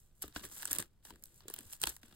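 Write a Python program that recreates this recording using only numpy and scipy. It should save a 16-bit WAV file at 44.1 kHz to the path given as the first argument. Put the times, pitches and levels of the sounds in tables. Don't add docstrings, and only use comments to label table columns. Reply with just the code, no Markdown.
import sys
import numpy as np
from scipy import signal
from scipy.fft import rfft, irfft, next_fast_len
from scipy.io import wavfile

SR = 44100
rng = np.random.default_rng(int(sys.argv[2]) if len(sys.argv) > 2 else 0)


def transcribe(signal):
    frames = np.atleast_2d(signal).T
    limited = np.clip(frames, -1, 1)
    pcm = np.round(limited * 32767).astype(np.int16)
    wavfile.write(sys.argv[1], SR, pcm)


N = 94815
TIME = np.arange(N) / SR
CUTOFF_HZ = 15950


def from_db(db):
    return 10 ** (np.asarray(db) / 20)


def rms_one(x):
    return x / np.sqrt(np.mean(x ** 2) + 1e-20)


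def colour(x, points):
    size = next_fast_len(x.shape[-1] + 4096) * 2
    hz, db = np.transpose(points)
    grid = np.maximum(np.arange(size // 2 + 1) * SR / size, 1)
    gain = from_db(np.interp(np.log(grid), np.log(hz), db))
    cepstrum = irfft(np.log(gain))
    cepstrum[1:size // 2] *= 2
    cepstrum[size // 2 + 1:] = 0
    response = np.exp(rfft(cepstrum))
    return irfft(rfft(x, size) * response)[..., :x.shape[-1]]


def resonate(x, hz, q):
    b, a = signal.iirpeak(min(hz, CUTOFF_HZ), max(q, 1), fs=SR)
    return signal.lfilter(b, a, x)


def mode(hz, t60):
    t = TIME[:SR // 4]
    turn = 2 * np.pi * hz * t
    fade_in = np.minimum(turn / np.pi, 1)
    side = rng.choice([-1, 1]) * np.cos(turn) * fade_in
    return from_db(-60 * t / t60) * np.array([np.sin(turn), side])


def add(track, s, sound):
    start = int(s * SR)
    track[:, start:start + sound.shape[1]] += sound[:, :N - start]


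# (time [s], film decay [s], film level [dB], film pitch [Hz], card level [dB], card pitch [Hz], box level [dB])
BUCKLES = [(0.2213, 0.0027, -42, 12500, -60.5, 3520, -92), (0.2267, 0.00088, -43, 9100, -75, 2020, -86),
           (0.2376, 0.0055, -63, 11300, -52.5, 1250, -51), (0.2794, 0.00094, -57, 11900, -61.5, 3580, -58),
           (0.3606, 0.0036, -58, 8300, -41, 1660, -43), (0.451, 0.0031, -47, 9700, -53.5, 1830, -61),
           (0.6293, 0.00074, -47, 12700, -46.5, 1780, -67), (0.6542, 0.00081, -37, 7700, -47.5, 1640, -91),
           (0.7117, 0.0019, -37.5, 9100, -50.5, 3470, -53), (0.7164, 0.00098, -37, 9600, -50.5, 1740, -53),
           (0.7301, 0.00031, -32, 11500, -53.5, 1675, -59), (0.7852, 0.0019, -33.5, 8630, -49, 2820, -48),
           (0.8244, 0.0011, -49, 9100, -51, 1950, -73.5), (1.051, 0.0027, -55.5, 9100, -59.5, 3670, -68),
           (1.1049, 0.0017, -59, 8000, -55, 960, -57.5), (1.2378, 0.00069, -49, 11500, -78, 3830, -79),
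           (1.482, 0.0037, -48, 7200, -53.5, 3830, -61), (1.5002, 0.0012, -49, 10000, -60.5, 1290, -61.5),
           (1.5392, 0.0016, -40.5, 15200, -51.5, 3020, -65),
           (1.5883, 0.00074, -46.5, 9200, -56.5, 2800, -61.5), (1.816, 0.0016, -39, 8900, -54, 4320, -82),
           (1.8308, 0.0011, -43, 8900, -44.5, 4100, -57), (1.837, 0.001, -33, 8940, -32.5, 3080, -55),
           (1.87, 0.0053, -40, 10200, -41, 3900, -49.5), (2.0311, 0.00086, -65.5, 13400, -59, 1000, -57)]
# (time [s], film level [dB], card level [dB])
WRINKLES = [(0.325, -75, -68), (0.395, -73, -57.5), (0.514, -57, -64), (0.5641, -54.5, -75),
            (0.571, -58, -60), (0.616, -56, -66), (0.623, -46.5, -55), (0.674, -47.5, -59),
            (0.678, -51, -55), (0.7499, -45, -52), (0.7577, -46.5, -55), (0.762, -45, -53),
            (1.158, -69.5, -67.5), (1.2247, -64, -92), (1.2562, -58, -70.5), (1.405, -71.5, -63),
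            (1.509, -58, -65), (1.5625, -53, -59.5), (1.607, -58, -77), (1.727, -47.5, -70),
            (1.732, -47.5, -55.5), (1.856, -47, -59), (1.965, -54.5, -61.5), (2.125, -70.5, -67)]
# (frequency [Hz], level [dB], time to fall 60 dB [s])
BOX_RINGS = [(174, -13.5, 0.048), (234, -12, 0.12), (301.5, -0.5, 0.065), (410.4, -12.5, 0.13),
             (473, -8.5, 0.0093), (696, -3, 0.01)]
# (frequency [Hz], level [dB])
SNAP_TONE = [(1500, -26), (4000, -12.5), (6000, -6), (7500, -5.5), (8200, -1), (12500, -3.5), (14200, -3),
             (15800, -5.5)]
# (frequency [Hz], level [dB])
CARD_TONE = [(250, -37.5), (600, -4.5), (950, 1), (1300, 0), (1650, 3), (1950, -2.5), (2350, -8.5),
             (2850, 1), (4200, -1.5), (6000, -3.5), (10000, -42)]
TICK_DECAY_S = 0.0007
TICK_FILM_HZ, TICK_CARD_HZ = (7500, 13000), (1500, 4590)
FILM_DB, CARD_DB, BOX_DB = 2, 1, -1
SNAP_WINDOW_S = 0.01
FILM_Q, FILM_RING, CARD_Q, CARD_RING = 8.7, 1.93, 5, 2.05
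FIRST_CLICK, CARD_LINGERS = 4.1, 1.73
RATTLE_PER_S, RATTLE_SHAPE, RATTLE_TAIL_DB, TAIL_DECAY_S = 11000, 0.86, -4, 0.0018


def snaps():
    film, card, box = np.zeros((3, 2, N))
    t = TIME[:SR // 20]

    def at_level(x, db):
        energy = np.sum(x ** 2, axis=1, keepdims=True)
        return x * from_db(db) * np.sqrt(SNAP_WINDOW_S * SR / energy)

    def rattle(decay_s):
        clicks = rng.standard_normal((2, len(t))) * (rng.random(len(t)) < RATTLE_PER_S / SR) + 1e-18
        quick = np.exp(-(t / max(decay_s, 1 / SR)) ** RATTLE_SHAPE)
        tail = from_db(RATTLE_TAIL_DB) * np.exp(-t / TAIL_DECAY_S)
        x = clicks * (quick + tail)
        x[0, 0] = FIRST_CLICK
        return x

    def crease(s, decay_s, film_db, film_hz, card_db, card_hz):
        crack, clack = rattle(decay_s), rattle(decay_s * CARD_LINGERS)
        crack = crack + FILM_RING * resonate(crack, film_hz, FILM_Q)
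        clack = clack + CARD_RING * resonate(clack, card_hz, CARD_Q)
        add(film, s, at_level(colour(crack, SNAP_TONE), film_db + FILM_DB))
        add(card, s, at_level(colour(clack, CARD_TONE), card_db + CARD_DB))

    for s, *buckle, box_db in BUCKLES:
        crease(s, *buckle)
        knock = 0
        for hz, db, t60 in BOX_RINGS:
            strength = rng.choice([-1, 1]) * from_db(db + rng.normal(0, 4.4))
            knock = knock + strength * mode(hz, t60)
        add(box, s, at_level(knock, box_db + BOX_DB))
    for s, film_db, card_db in WRINKLES:
        crease(s, TICK_DECAY_S, film_db, rng.uniform(*TICK_FILM_HZ), card_db, rng.uniform(*TICK_CARD_HZ))
    return film, card, box


GRAIN_DECAY_S = 0.0015


def grains(per_s, spread_db, hiss):
    happens = rng.exponential(1, N), rng.random(N) < per_s / SR
    sizes = from_db(spread_db * np.minimum(happens[0], 4)) * happens[1]
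    crinkle = rms_one(signal.lfilter([1], [1, -np.exp(-1 / (GRAIN_DECAY_S * SR))], sizes + 1e-18))
    return np.hypot(crinkle, hiss) * rng.standard_normal((2, N))


# (time [s], sliding film level [dB], rubbed card level [dB], hollow box level [dB])
RUSTLE_LEVELS = [(0.0, -62.5, -78.5, -81), (0.122, -77.5, -81, -90), (0.197, -67.5, -82.5, -79),
                 (0.224, -54, -79, -63.5), (0.253, -53.5, -63.5, -61), (0.328, -69.5, -68, -82),
                 (0.361, -45.5, -47.5, -62), (0.417, -55.5, -62, -64), (0.442, -41, -55, -50),
                 (0.487, -56.5, -64, -67.5), (0.563, -43.5, -56.5, -65.5), (0.698, -51, -53.5, -63.5),
                 (0.712, -38, -47.5, -58), (0.782, -46.5, -52.5, -53.5), (0.803, -38.5, -43.5, -49),
                 (0.891, -80, -82.5, -83), (1.021, -81, -85.5, -88.5), (1.054, -53, -61.5, -71.5),
                 (1.111, -53.5, -61, -66.5), (1.122, -75.5, -69, -60), (1.211, -70, -82, -74.5),
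                 (1.238, -63, -79, -75), (1.39, -60, -70.5, -75), (1.425, -72, -64.5, -73),
                 (1.469, -84, -72, -58.5), (1.481, -56.5, -62, -75), (1.591, -55, -57, -61.5),
                 (1.644, -60.5, -66, -67.5), (1.737, -48, -62.5, -74), (1.792, -67.5, -71, -85.5),
                 (1.823, -38, -59.5, -55.5), (1.857, -51.5, -48.5, -61), (1.882, -46, -49.5, -48),
                 (1.918, -49, -55.5, -67), (1.952, -55.5, -69, -77), (2.01, -75, -76.5, -84),
                 (2.035, -60, -65, -69), (2.15, -68.5, -66, -68)]
# (middle [s], half length [s], film level [dB], card level [dB])
FILM_RIPS = [(0.227, 0.0057, -40, -50.5), (0.438, 0.0039, -54, -48), (0.803, 0.0028, -35, -66),
             (1.734, 0.0018, -59, -67), (1.872, 0.0029, -31, -38.5), (1.895, 0.0042, -33.5, -60)]
# (frequency [Hz], level [dB])
SLIDE_TONE = [(1500, -22), (4000, -13.5), (6000, -6), (8300, 1), (10500, -2), (12500, -3), (14200, 0.5),
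              (15800, -10)]
# (frequency [Hz], level [dB])
BOX_TONE = [(60, -5.5), (130, 1), (200, 3.5), (295, -1), (350, 5), (420, -4.5), (570, -3.5), (900, -23.5),
            (2000, -22)]
SLIDE_DB, RUB_DB, HOLLOW_DB = -4, -4.5, -1.5
SLIDE_GRAINS_PER_S, SLIDE_SPREAD_DB, SLIDE_HISS = 500, -2, 0.59
RUB_GRAINS_PER_S, RUB_SPREAD_DB, RUB_HISS = 300, 2, 0.8


def rustle():
    s, *levels = np.transpose(RUSTLE_LEVELS)
    trims = (SLIDE_DB, RUB_DB, HOLLOW_DB)
    film, card, box = [from_db(np.interp(TIME, s, db) + trim) for db, trim in zip(levels, trims)]
    for middle_s, half_s, film_db, card_db in FILM_RIPS:
        swell = np.exp(-((TIME - middle_s) / half_s) ** 2 / 2)
        film = np.hypot(film, from_db(film_db) * swell)
        card = np.hypot(card, from_db(card_db) * swell)
    slide = grains(SLIDE_GRAINS_PER_S, SLIDE_SPREAD_DB, SLIDE_HISS)
    rub = grains(RUB_GRAINS_PER_S, RUB_SPREAD_DB, RUB_HISS)
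    sliding = film * rms_one(colour(slide, SLIDE_TONE))
    rubbing = card * rms_one(colour(rub, CARD_TONE))
    hollow = box * rms_one(colour(rub, BOX_TONE))
    return sliding, rubbing, hollow


BEND_DELAY_S = 0.0005


def bend(x):
    hz = np.arange(N + 1) * SR / (2 * N)
    turns = BEND_DELAY_S * (2 * np.sqrt(hz * CUTOFF_HZ) - hz)
    return irfft(rfft(x, 2 * N) * np.exp(-2j * np.pi * turns))[:, :N]


# (time [s], level [dB], pitch [Hz])
HAND_BUMPS = [(0.245, -49.5, 64), (.242, -42.5, 476), (0.361, -44.5, 65.6), (0.442, -54, 56.6),
              (0.452, -51.5, 286), (.716, -50.5, 79), (0.787, -52.5, 59), (0.801, -49.5, 109.3),
              (1.128, -53.5, 58.8), (1.456, -48.5, 367), (1.484, -45, 427), (1.503, -43.5, 417),
              (1.604, -47.5, 284), (1.659, -52, 89), (1.839, -37.5, 450), (1.867, -43, 57)]
BUMP_CYCLES = 10.3


def bumps():
    out = np.zeros((2, N))
    for s, db, hz in HAND_BUMPS:
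        add(out, s, from_db(db) * mode(hz, BUMP_CYCLES / hz))
    return out


# (frequency [Hz], likeness [0-1], left over right [dB])
MICROPHONE_PAIR = [(100.4, 0.9, 3), (481, 0.93, -0.5), (796, 0.77, 6), (1504, 0.73, 4), (2200, 0.2, 2),
                   (4050, 0.55, 2), (5570, 0.56, -3), (8400, 0.92, 0)]
FILM_LAG_S, LAG_FROM_HZ = 0.000258, 2785


def microphones(x):
    common, side = rfft(x, 2 * N)
    hz = np.maximum(np.arange(N + 1) * SR / (2 * N), 1)
    at_hz, *columns = np.transpose(MICROPHONE_PAIR)
    alike, left_db = [np.interp(np.log(hz), np.log(at_hz), c) for c in columns]
    alike = np.clip(alike, 0, 1)
    common = common * np.sqrt((1 + alike) / 2)
    side = side * np.sqrt((1 - alike) / 2)
    lag_s = FILM_LAG_S / (1 + (LAG_FROM_HZ / hz) ** 10)
    left = (common + side) * from_db(left_db / 2) * np.exp(-2j * np.pi * hz * lag_s)
    right = (common - side) * from_db(-left_db / 2)
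    return irfft(np.array([left, right]))[:, :N]


ROOM_T60_S, ROOM_DB = 0.076, -19


def reflections(x):
    t = TIME[:SR // 2]
    tail = rng.standard_normal((2, len(t))) * from_db(-60 * t / ROOM_T60_S)
    tail = tail / np.sqrt(np.sum(tail ** 2, axis=1, keepdims=True))
    return from_db(ROOM_DB) * signal.fftconvolve(x, tail, axes=1)[:, :N]


# (frequency [Hz], level [dB])
RUMBLE_TONE = [(20, 3), (120, -5.5), (300, -22), (700, -28), (2500, -41), (16000, -47.5)]
ROOM_NOISE_DB = -66.5


def room_noise():
    mid, side = rng.standard_normal((2, N))
    left_right = mid + 0.32 * side * [[1], [-1]]
    return from_db(ROOM_NOISE_DB) * rms_one(colour(left_right, RUMBLE_TONE))


def scene():
    wrapping = bend(sum(snaps()) + sum(rustle()))
    direct = microphones(wrapping + bumps())
    return direct + reflections(direct) + room_noise()


PORT_NOTCH_HZ = (9560, 13800)
PORT_NOTCH_Q, PORT_NOTCH_DEPTH = 25, 0.59


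def record(dry):
    for hz in PORT_NOTCH_HZ:
        dry = dry - PORT_NOTCH_DEPTH * resonate(dry, hz, PORT_NOTCH_Q)
    steep_cut = signal.ellip(10, .2, 80, CUTOFF_HZ, fs=SR, output="sos")
    return signal.sosfilt(steep_cut, dry)


dry = scene()
out = record(dry)
transcribe(out)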